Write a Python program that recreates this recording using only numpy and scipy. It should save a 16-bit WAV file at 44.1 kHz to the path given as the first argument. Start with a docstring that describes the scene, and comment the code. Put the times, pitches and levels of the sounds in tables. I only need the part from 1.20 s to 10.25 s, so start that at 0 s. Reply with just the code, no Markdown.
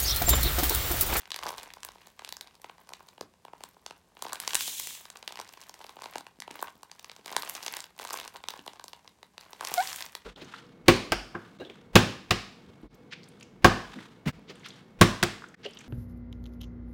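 """Two hands squeeze and release a stuffed plastic snack bag on a table in a small room.
From the start creases in the film snap: a bright crack, then the slower bending wave of the panel.
Countless tiny creases rustle between, over a faint room tone; early on the table rumbles twice, dully.
Squeezes near 3.4, 6.3 and 8.6 s push air out with a hiss, coloured noise that weakens as it flows.
The last one also makes the bag squeak, a wavering tone of three harmonics; the snaps go on to the end."""
import sys
import numpy as np
from scipy import signal
from scipy.fft import rfft, irfft
from scipy.io import wavfile

SR = 44100
rng = np.random.default_rng(int(sys.argv[2]) if len(sys.argv) > 2 else 0)


def waveform_to_disk(signal):
    """Save audio, clipped to [-1, 1], as 16-bit WAV at the path in sys.argv[1]."""
    frames = np.transpose(np.atleast_2d(signal))
    scaled = np.clip(frames, -1, 1) * 32767
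    samples = np.round(scaled).astype(np.int16)
    wavfile.write(sys.argv[1], SR, samples)


N = 399105

# Background of the room. Each row: frequency in Hz, relative level in dB.
ROOM_TONE_COLOUR = [(30, -37.5), (41, -8), (80, -3), (125, -9), (175, -0.5), (280, -10), (400, -8.5),
                    (900, -16.5), (1400, -20.5), (8000, -25), (16000, -35)]
ROOM_TONE_DB = -68
# Reverberation. Each row: band centre in Hz, 60 dB decay time in seconds, level in dB.
REVERB_BANDS = [(200, 0.26, -0.5), (500, 0.14, -16), (1270, 0.26, -8.5), (2960, 0.18, -10.5),
                (7000, 0.12, -13.5), (13000, 0.12, -11)]
# Dull rumbles as the arms shift on the table. Each row: start in seconds, length in seconds, level in dB.
RUMBLES = [(0.22, 0.15, -61), (0.6, 0.15, -69)]
# Colour of the rumble. Each row: frequency in Hz, relative level in dB.
RUMBLE_COLOUR = [(20, -5.5), (42, -4), (65, -4.5), (130, -22), (500, -70)]
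# Soft bumps of fingers and stuffing. Each row: start in seconds, pitch in Hz, energy in dB.
BUMPS = [(2.0122, 452, -12), (5.188, 233, -29.5), (5.311, 275, -23), (5.554, 230, -32.5), (5.993, 386, -29),
         (7.392, 284, -24)]
# Squeezes hard enough to press air out. Each row: time of full flow in seconds, length in seconds,
# level in dB.
SQUEEZES = [(3.405, 0.34, -34), (6.303, 0.18, -56), (8.59, 0.17, -41.5)]
AIR_RISE_DB_PER_S, AIR_SAG_DB_PER_S, AIR_FALL_DB_PER_S = 155.5, 28, 170
# Colour of the escaping air. Each row: frequency in Hz, relative level in dB.
AIR_COLOUR = [(300, -16), (1300, -21.5), (2200, -8), (3300, 2), (4800, -4.5), (7200, 1), (9600, -4.5),
              (16000, -6)]
# Path of the squeak. Each row: time in seconds, pitch in Hz, level in dB before the harmonics' own levels.
SQUEAK_PATH = [(8.549, 744, -45), (8.571, 747, -41.5), (8.581, 718, -18.5), (8.592, 708, -21),
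               (8.602, 747, -20.5), (8.611, 783, -23.5), (8.618, 930, -36), (8.638, 1075, -41)]
# Harmonics of the squeak. Each row: multiple of the pitch, level in dB.
SQUEAK_HARMONICS = [(1, -2.5), (2, -11.5), (3, -20)]
# Strokes of the hands, each pressing the bag or letting it swell. Each row: start in seconds,
# length in seconds, crack level in dB, panel level in dB (both before the trims in the rustle).
STROKES = [(0.0, 0.026, -55.5, -75), (0.23, 0.071, -46, -41), (0.378, 0.049, -51, -52.5),
           (0.568, 0.32, -61, -66), (0.98, 0.092, -62.5, -68), (1.225, 0.095, -65.5, -64),
           (1.445, 0.46, -68, -65.5), (2.428, 0.015, -57, -72), (2.69, 0.029, -65.5, -72),
           (3.023, 0.16, -51, -48.5), (3.224, 0.088, -44.5, -68), (3.486, 0.36, -56, -63),
           (3.956, 0.22, -62.5, -61.5), (4.173, 0.31, -58, -64.5), (4.559, 0.17, -56.5, -53),
           (4.823, 0.14, -54, -56), (5.33, 0.12, -54.5, -55), (5.7, 0.34, -67, -71),
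           (6.085, 0.22, -48.5, -49.5), (6.265, 0.32, -48, -53.5), (6.817, 0.06, -49, -49.5),
           (6.92, 0.1, -46, -47), (7.12, 0.047, -61, -60), (7.29, 0.07, -55.5, -53),
           (7.478, 0.026, -55.5, -52), (7.605, 0.3, -69.5, -66.5), (8.225, 0.28, -62, -62.5),
           (8.45, 0.09, -42.5, -42.5), (8.57, 0.13, -42.5, -69), (8.732, 0.12, -48, -64),
           (8.946, 0.069, -61.5, -75)]
STROKE_RISE_DB_PER_S, STROKE_FALL_DB_PER_S = 330, 169.5
HOLD_CRACK_DB, HOLD_PANEL_DB = -77, -70.5  # faint crinkle of the bag merely held, before the same trims
# Larger creases that snap. Each row: start in seconds, crack energy in dB, crack centre in Hz,
# panel energy in dB.
SNAPS = [(0.056, -24, 3000, -33), (0.076, -31, 2700, -30), (0.1055, -15, 4200, -28),
         (0.118, -6.5, 4140, -20), (0.1437, -10.5, 4000, -24), (0.1621, -10.5, 5660, -21),
         (0.19, -14.5, 4070, -17.5), (0.2341, -12.5, 3760, -14), (0.259, -33, 3400, -8.5),
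         (0.2661, -14.5, 5170, -7.5), (0.285, -19, 4260, -16.5), (0.2902, -13, 6240, -15),
         (0.305, -21, 3200, -13), (0.3288, -28, 3800, -18), (0.3817, -16.5, 4300, -18),
         (0.3876, -21, 3500, -23), (0.4321, -19.5, 7700, -25), (0.473, -31, 3200, -25.5),
         (0.504, -22, 2540, -42), (0.5374, -20, 6030, -29), (0.5696, -42, 2700, -21.5),
         (0.6323, -15, 4760, -36), (0.649, -13.5, 10200, -21), (0.688, -22, 4480, -19.5),
         (0.719, -31, 6040, -37), (0.7565, -45, 3020, -25.5), (0.8714, -27.5, 5700, -28),
         (0.9934, -22, 4850, -20.5), (1.0203, -30, 3100, -24), (1.048, -14, 3960, -30),
         (1.0762, -25, 3180, -28), (1.0908, -16, 5740, -29), (1.125, -12, 5540, -21.5),
         (1.1682, -18, 5500, -26), (1.2106, -14, 5100, -28.5), (1.273, -27, 3970, -36),
         (1.3535, -32, 5260, -46), (1.4176, -29, 6800, -52), (1.444, -21.5, 3100, -16.5),
         (1.4966, -24, 3400, -19.5), (1.6914, -24, 5570, -24.5), (1.7047, -45, 2840, -27),
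         (1.721, -41, 2200, -21), (1.7355, -15.5, 4230, -23), (1.8055, -38, 2600, -24.5),
         (1.8873, -26, 5500, -55), (1.9797, -29.5, 2460, -25), (2.01, -16, 5600, -22.5),
         (2.1384, -41, 3200, -37.5), (2.2508, -26.5, 3350, -19), (2.282, -32, 2530, -23.5),
         (2.334, -31, 2100, -16.5), (2.407, -29.5, 2500, -24), (2.4372, -16.5, 8400, -18.5),
         (2.5667, -46, 2700, -29), (2.6632, -14, 5100, -18.5), (2.7089, -20.5, 2750, -17.5),
         (2.9694, -27, 2190, -27.5), (3.0233, -9.5, 7350, -13), (3.0518, -25, 5400, -12.5),
         (3.066, -20, 3800, -15), (3.0934, -27, 5300, -28), (3.123, -21, 4000, -14),
         (3.1316, -8, 8200, -11), (3.1565, -16.5, 5930, -18), (3.2012, -8.5, 8800, -24),
         (3.2183, -22, 4200, -29), (3.2768, -2.5, 5100, -10), (3.3072, -12, 5000, -37),
         (3.3336, -7.5, 3700, -14), (3.346, -2, 8900, -13), (3.3533, 6.5, 7000, -22),
         (3.4085, -6, 4200, -27), (3.4783, -11.5, 5420, -19.5), (3.5986, -7.5, 9400, -23.5),
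         (3.6722, -11, 8300, -23.5), (3.8543, -22, 4100, -23.5), (3.902, -18, 3980, -35),
         (3.958, -23, 2360, -23), (3.9713, -23, 6200, -35), (4.0274, -21, 3450, -24.5),
         (4.0776, -8.5, 4130, -20.5), (4.107, -29, 2880, -21), (4.1234, -19, 5500, -24),
         (4.1567, -20, 4700, -25), (4.173, -19, 3620, -27), (4.1907, -19, 3000, -17),
         (4.1994, -17, 6100, -11.5), (4.2138, -19.5, 6240, -33), (4.291, -24.5, 5500, -29),
         (4.338, -24.5, 3500, -29), (4.3732, -32, 3800, -26.5), (4.4145, -25.5, 4870, -53),
         (4.4948, -20, 6500, -22.5), (4.5415, -23, 6540, -29), (4.6043, -36, 3500, -22.5),
         (4.6425, -23, 4470, -43), (4.6663, -25.5, 5100, -39), (4.6935, -23, 4500, -23),
         (4.768, -29, 3600, -20.5), (4.7896, -32, 3600, -22), (4.8201, -22.5, 6530, -16),
         (4.841, -19.5, 4300, -18), (4.8584, -19, 3500, -14.5), (4.9368, -24, 3300, -32),
         (4.957, -13.5, 2850, -7.5), (4.9823, -15.5, 5370, -19), (5.008, -26, 5430, -21),
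         (5.067, -22.5, 3460, -22), (5.2025, -15, 6100, -27.5), (5.2215, -14.5, 2680, -30),
         (5.2784, -23.5, 3100, -15), (5.307, -24, 2300, -22.5), (5.3112, -19.5, 5600, -30),
         (5.355, -28, 3180, -22), (5.392, -22, 3600, -20), (5.4053, -24, 3700, -26),
         (5.4264, -13.5, 14000, -3.5), (5.4724, -24, 3070, -24), (5.482, -24, 3040, -18.5),
         (5.6319, -23.5, 6900, -21), (5.7154, -19.5, 5000, -30), (5.795, -22.5, 4300, -41),
         (5.8451, -19, 3700, -24.5), (5.897, -19, 2670, -28), (5.916, -22, 4400, -30),
         (5.964, -25.5, 4370, -29), (6.06, -16.5, 5760, -20), (6.0805, -19, 3950, -34),
         (6.116, -36, 2250, -15.5), (6.126, -16, 3800, -21), (6.1305, -22, 4000, -14),
         (6.1655, 2, 5040, -2.5), (6.2225, -11.5, 4500, -30), (6.2325, -16, 3700, -11),
         (6.2914, -18, 10100, -34), (6.2965, -8.5, 10100, -32), (6.3516, -13, 7000, -24),
         (6.4293, -17, 6100, -33), (6.464, -8, 5560, -18), (6.481, -8.5, 4170, -16),
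         (6.5247, -17, 14200, -45), (6.5387, -10.5, 2860, -24), (6.5679, -10.5, 8800, -18.5),
         (6.6045, -13.5, 6300, -35), (6.6416, -18.5, 4340, -30), (6.7908, -18, 5100, -29),
         (6.7973, -19.5, 3130, -13.5), (6.85, -16, 6000, -14.5), (6.8733, -18.5, 5500, -27),
         (6.9016, -19, 5200, -40), (6.9065, -15, 6500, -11), (6.9327, -10.5, 8950, -17),
         (6.9408, -14, 7000, -8), (6.974, -16, 5330, -38), (6.9876, -17, 4900, -19), (7, -15, 5900, -23),
         (7.0572, -28, 2900, -19), (7.078, -16.5, 4500, -22), (7.1514, -45, 3200, -20.5),
         (7.1597, -21, 2880, -18), (7.1667, -24, 5900, -36), (7.239, -18.5, 2430, -18),
         (7.2859, -6, 5140, -15.5), (7.305, -15.5, 3620, -32), (7.3375, -22.5, 3400, -18),
         (7.3657, -39, 3100, -23), (7.3928, -22, 2680, -35), (7.4638, -25, 5400, -18),
         (7.4783, -14.5, 3800, -16), (7.5338, -28, 4100, -25), (7.5965, -23.5, 4020, -19.5),
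         (7.6413, -18.5, 7100, -21), (7.6818, -20, 6030, -29), (7.7325, -18.5, 3400, -22),
         (7.877, -23.5, 4130, -31.5), (8.0299, -23, 3800, -25), (8.18, -17.5, 3420, -23),
         (8.2106, -25, 5040, -36), (8.262, -44, 3000, -29), (8.332, -20.5, 4400, -20),
         (8.4093, -15.5, 5360, -8.5), (8.4273, -24, 2200, -13), (8.4358, -38, 4100, -14.5),
         (8.4497, -9, 6000, -18), (8.4723, -9.5, 6850, -33), (8.5161, -26, 5600, -11.5),
         (8.5402, -2.5, 10400, -14), (8.58, -10.5, 5000, -30), (8.6045, -13, 3300, -34),
         (8.6737, -11, 5100, -42), (8.7299, -11, 5860, -35), (8.761, -12.5, 10400, -45),
         (8.8071, -13.5, 4170, -21), (8.8242, -10.5, 4200, -36), (8.8631, -19, 4940, -28.5),
         (8.9518, -10.5, 4360, -21)]
# Colour of a crack around its centre. Each row: frequency as a multiple of the centre, relative level in dB.
CRACK_COLOUR = [(.15, 0), (.4, -2), (.85, 1.5), (1.25, -2), (2, -10.5), (3.5, -20.5), (6, -38)]
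# Ring of a film panel on its stuffing. Each row: frequency in Hz, relative level in dB.
PANEL_COLOUR = [(60, -32.5), (200, -18.5), (400, -5.5), (600, -4.5), (800, 0.5), (1020, 4), (1170, -9),
                (1380, -3), (2200, -41)]

TOP_HZ = 16000
TIME = np.arange(N) / SR
GRAIN_SIZE = 1024  # samples in one short wave
GRAIN_HZ = np.fft.rfftfreq(GRAIN_SIZE, 1 / SR) + 1
GRAIN_TIME = np.arange(GRAIN_SIZE) / SR
LEAD = GRAIN_SIZE // 8 / SR  # seconds of room kept ahead of each short wave


def undb(db):
    """Decibels to gain."""
    return 10 ** (np.asarray(db) / 20)


def colour(points, f):
    """Gain of a (frequency, dB) spectrum, joined on a log axis."""
    knots, db = np.transpose(points)
    return undb(np.interp(np.log(np.maximum(f, knots[0])), np.log(knots), db))


def noise(points):
    """Coloured noise of rms 1."""
    white = rfft(rng.standard_normal(N))
    x = irfft(white * colour(points, np.fft.rfftfreq(N, 1 / SR)), N)
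    return x / x.std()


def swells(t, starts, lengths, db, rise_db_per_s, fall_db_per_s, sag_db_per_s=0):
    """Gain of movements that build up to their start, hold or sag for their length, then die away."""
    age = t[:, None] - starts
    rise = rise_db_per_s * np.minimum(age, 0)
    sag = sag_db_per_s * np.clip(age, 0, lengths)
    fall = fall_db_per_s * np.maximum(age - lengths, 0)
    gains = undb(np.maximum(db + rise - sag - fall, -140))
    return np.linalg.norm(gains, axis=1)  # overlapping movements add in power


def grains(spectra, delay):
    """Short waves of unit energy from their spectra and their travel time at each frequency."""
    delays = (delay + LEAD) * np.ones(spectra.shape)
    # phase is the running sum of delay over frequency
    phase = 2 * np.pi * np.cumsum(delays, axis=1) * SR / GRAIN_SIZE
    waves = irfft(spectra * (GRAIN_HZ < TOP_HZ) * np.exp(-1j * phase))
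    return waves / np.linalg.norm(waves, axis=1, keepdims=True)


def place(times, waves):
    """Sum of short waves, each at its time."""
    index = np.round((times[:, None] - LEAD + GRAIN_TIME) * SR).astype(int)
    inside = (index >= 0) & (index < N)
    return np.bincount(index[inside], waves[inside], N)


def causal(gain):
    """Spectra with these gains whose waves start at once and then die away (minimum phase)."""
    cepstrum = irfft(np.log(gain))
    cepstrum[:, 1:GRAIN_SIZE // 2] *= 2
    cepstrum[:, GRAIN_SIZE // 2 + 1:] = 0
    return np.exp(rfft(cepstrum))


def room_tone():
    """The quiet room: steady coloured noise."""
    return undb(ROOM_TONE_DB) * noise(ROOM_TONE_COLOUR)


def room(x, first_s=0.0074, build_s=0.001):
    """Walls answer after a few milliseconds with a short diffuse tail."""
    t = TIME[:SR // 2]
    log_hz = np.log(np.fft.rfftfreq(len(t), 1 / SR) + 1)
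    centres = np.log([row[0] for row in REVERB_BANDS])
    echoes = rfft(rng.standard_normal(len(t)))
    onset = 1 - np.exp(-np.maximum(t - first_s, 0) / build_s)
    response = 0
    for band, (_, t60, db) in zip(np.eye(len(REVERB_BANDS)), REVERB_BANDS):
        fade = onset * np.exp(-np.log(1000) * t / t60)
        fade = fade / np.linalg.norm(fade)
        band_echoes = irfft(echoes * np.interp(log_hz, centres, band), len(t))
        response = response + undb(db) * fade * band_echoes
    return signal.fftconvolve(x, response)[:N]


def rumble(rise_db_per_s=200, fall_db_per_s=80):
    """The table carries the shifting of the arms as a faint low rumble."""
    return noise(RUMBLE_COLOUR) * swells(TIME, *np.transpose(RUMBLES), rise_db_per_s, fall_db_per_s)


def bumps(sharpness=2.0):
    """The padded body of the bag takes a knock and swings for a cycle or two."""
    s, hz, db = np.transpose(BUMPS)
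    ratio = GRAIN_HZ / hz[:, None]
    resonance = 1 / (1 + 1j * sharpness * (ratio - 1 / ratio))
    return place(s, grains(resonance, 0) * undb(db)[:, None])


def air(flutter_db=1.6):
    """Air hisses out of the squeezed bag, fluttering a little and weakening as the bag empties."""
    flutter = noise([(10, 4), (60, -3.0), (300, -22), (2000, -88)])
    flow = swells(TIME, *np.transpose(SQUEEZES), AIR_RISE_DB_PER_S, AIR_FALL_DB_PER_S, AIR_SAG_DB_PER_S)
    return noise(AIR_COLOUR) * flow * undb(flutter_db * flutter)


def squeak(waver=0.0057):
    """Under pressure the film vibrates like a reed for a moment; the pitch dips, then rises as it tightens."""
    s, hz, db = np.transpose(SQUEAK_PATH)
    wobble = noise([(100, -2), (400, -8), (2000, -60)])
    pitch = np.interp(TIME, s, hz) * (1 + waver * wobble)
    phase = 2 * np.pi * np.cumsum(pitch) / SR
    tone = sum(undb(level) * np.sin(round(k) * phase) for k, level in SQUEAK_HARMONICS)
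    sounding = (TIME > s[0]) * (TIME < s[-1])
    return np.sqrt(2) * tone * undb(np.interp(TIME, s, db)) * sounding


def cracks(hz, scatter=0.093, scatter_s=0.0019, low_hz=1350, keen_db=22):
    """A crease flips: one short swing, followed by its reflections from a few folds around it."""
    fold_share, ripple_db = .15, 3
    shape = (len(hz), GRAIN_SIZE)
    strength = rng.standard_normal(shape) * (rng.random(shape) < fold_share)
    folds = scatter / np.sqrt(fold_share) * strength * np.exp(-GRAIN_TIME / scatter_s)
    folds[:, 0] = 1  # the swing itself
    # each facet of film has its own broad resonances and gaps, half an octave apart
    half_octaves = 2 * np.log2(TOP_HZ / np.minimum(GRAIN_HZ, TOP_HZ))
    bands = np.maximum(1 - np.abs(half_octaves - np.arange(10)[:, None]), 0)
    facet_db = ripple_db * rng.standard_normal((len(hz), 10)) @ bands
    # the smallest creases are keenest in the top octave
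    edge_db = keen_db * (hz[:, None] / TOP_HZ) ** 3 * np.minimum(GRAIN_HZ / TOP_HZ, 1) ** 2
    # so small a source radiates little bass
    radiation = 1 / np.sqrt(1 + (low_hz / GRAIN_HZ) ** 4)
    body = colour(CRACK_COLOUR, GRAIN_HZ / hz[:, None])
    return grains(rfft(folds) * causal(body * undb(facet_db + edge_db) * radiation), 0)


def panels(count, tilt_db=2, travel_s=0.001746, dispersion=0.525, path_spread=0.23):
    """The bending wave after a crack: low notes travel slower, so it chirps down; wide panels sound deeper."""
    width, distance = rng.uniform(-1.21, 1, (count, 2)).T[:, :, None]
    size = np.exp(.13 * width)
    slowness = 1000 / np.maximum(GRAIN_HZ, 160)  # 1 at 1 kHz, where travel_s applies
    depth = undb(tilt_db * width * np.log2(np.maximum(slowness, .5)))
    travel = travel_s * np.exp(path_spread * distance) * slowness ** dispersion
    return grains(colour(PANEL_COLOUR, GRAIN_HZ * size) * depth, travel)


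def kneading(db, hold_db):
    """Strength of the crinkling over time: the strokes of the hands above a resting grip."""
    s, length = np.transpose(STROKES)[:2]
    t = TIME[::64]
    strokes = swells(t, s, length, db, STROKE_RISE_DB_PER_S, STROKE_FALL_DB_PER_S)
    return np.interp(TIME, t, strokes + undb(hold_db))


def rustle(centre_hz=3300, spread=0.91, crack_db=-2, panel_db=-3.5, rub_db=-6.5, scatter_db=6):
    """Tiny creases of all sizes flip at random, and the film rubs on skin and stuffing."""
    _, _, crack, panel = np.transpose(STROKES)
    crack, panel = kneading(crack, HOLD_CRACK_DB), kneading(panel, HOLD_PANEL_DB)
    per_s = 200
    count = int(per_s * N / SR)
    times = rng.uniform(0, N / SR, count)
    size, pitch = np.clip(rng.standard_normal((count, 2)), -1.5, 1.5).T
    size = undb(scatter_db * size)
    size *= np.sqrt(SR / per_s / np.mean(size ** 2))  # the stream as a whole has rms near 1
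    crack_gain = size * np.interp(times, TIME, crack) * undb(crack_db)
    panel_gain = size * np.interp(times, TIME, panel) * undb(panel_db)
    bright = cracks(centre_hz * np.exp(spread * pitch)) * crack_gain[:, None]
    dull = panels(count) * panel_gain[:, None]
    rub = noise([(200, -15), (900, -4.5), (3200, -9), (16000, -23.5)]) * crack * undb(rub_db)
    return place(times, bright + dull) + rub


def snaps():
    """The large creases, one by one: each a crack with its panel's bending wave."""
    s, crack, hz, panel = np.transpose(SNAPS)
    bright = cracks(hz) * undb(crack)[:, None]
    dull = panels(len(s)) * undb(panel)[:, None]
    return place(s, bright + dull)


def scene(squeak_room_db=-10, ring_hz=764, ring_width_hz=5, ring_db=-5):
    """The bag, its reverberation and the quiet room; the squeak leaves one room resonance ringing."""
    bag = snaps() + bumps() + rustle() + air()
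    tone = squeak()
    ring = undb(ring_db) * signal.lfilter(*signal.iirpeak(ring_hz, ring_hz / ring_width_hz, fs=SR), tone)
    walls = room(bag + undb(squeak_room_db) * tone) + ring
    return (bag + tone + walls + rumble() + room_tone())[None]


def record(dry):
    """The microphone dips in the middle, and the recorder cuts the deepest bass and the top. The loudest peaks
    are gently rounded so that they stay below full scale."""
    dip_hz, dip_width_hz, dip_share, low_cut_hz = 1350, 280, .4, 36
    dip = signal.lfilter(*signal.iirpeak(dip_hz, dip_hz / dip_width_hz, fs=SR), dry)
    rounded = np.tanh(dry - dip_share * dip)
    sound = signal.sosfilt(signal.butter(6, low_cut_hz, "high", fs=SR, output="sos"), rounded)
    return signal.sosfilt(signal.ellip(10, .1, 70, TOP_HZ, fs=SR, output="sos"), sound)


dry = scene()
out = record(dry)
waveform_to_disk(out)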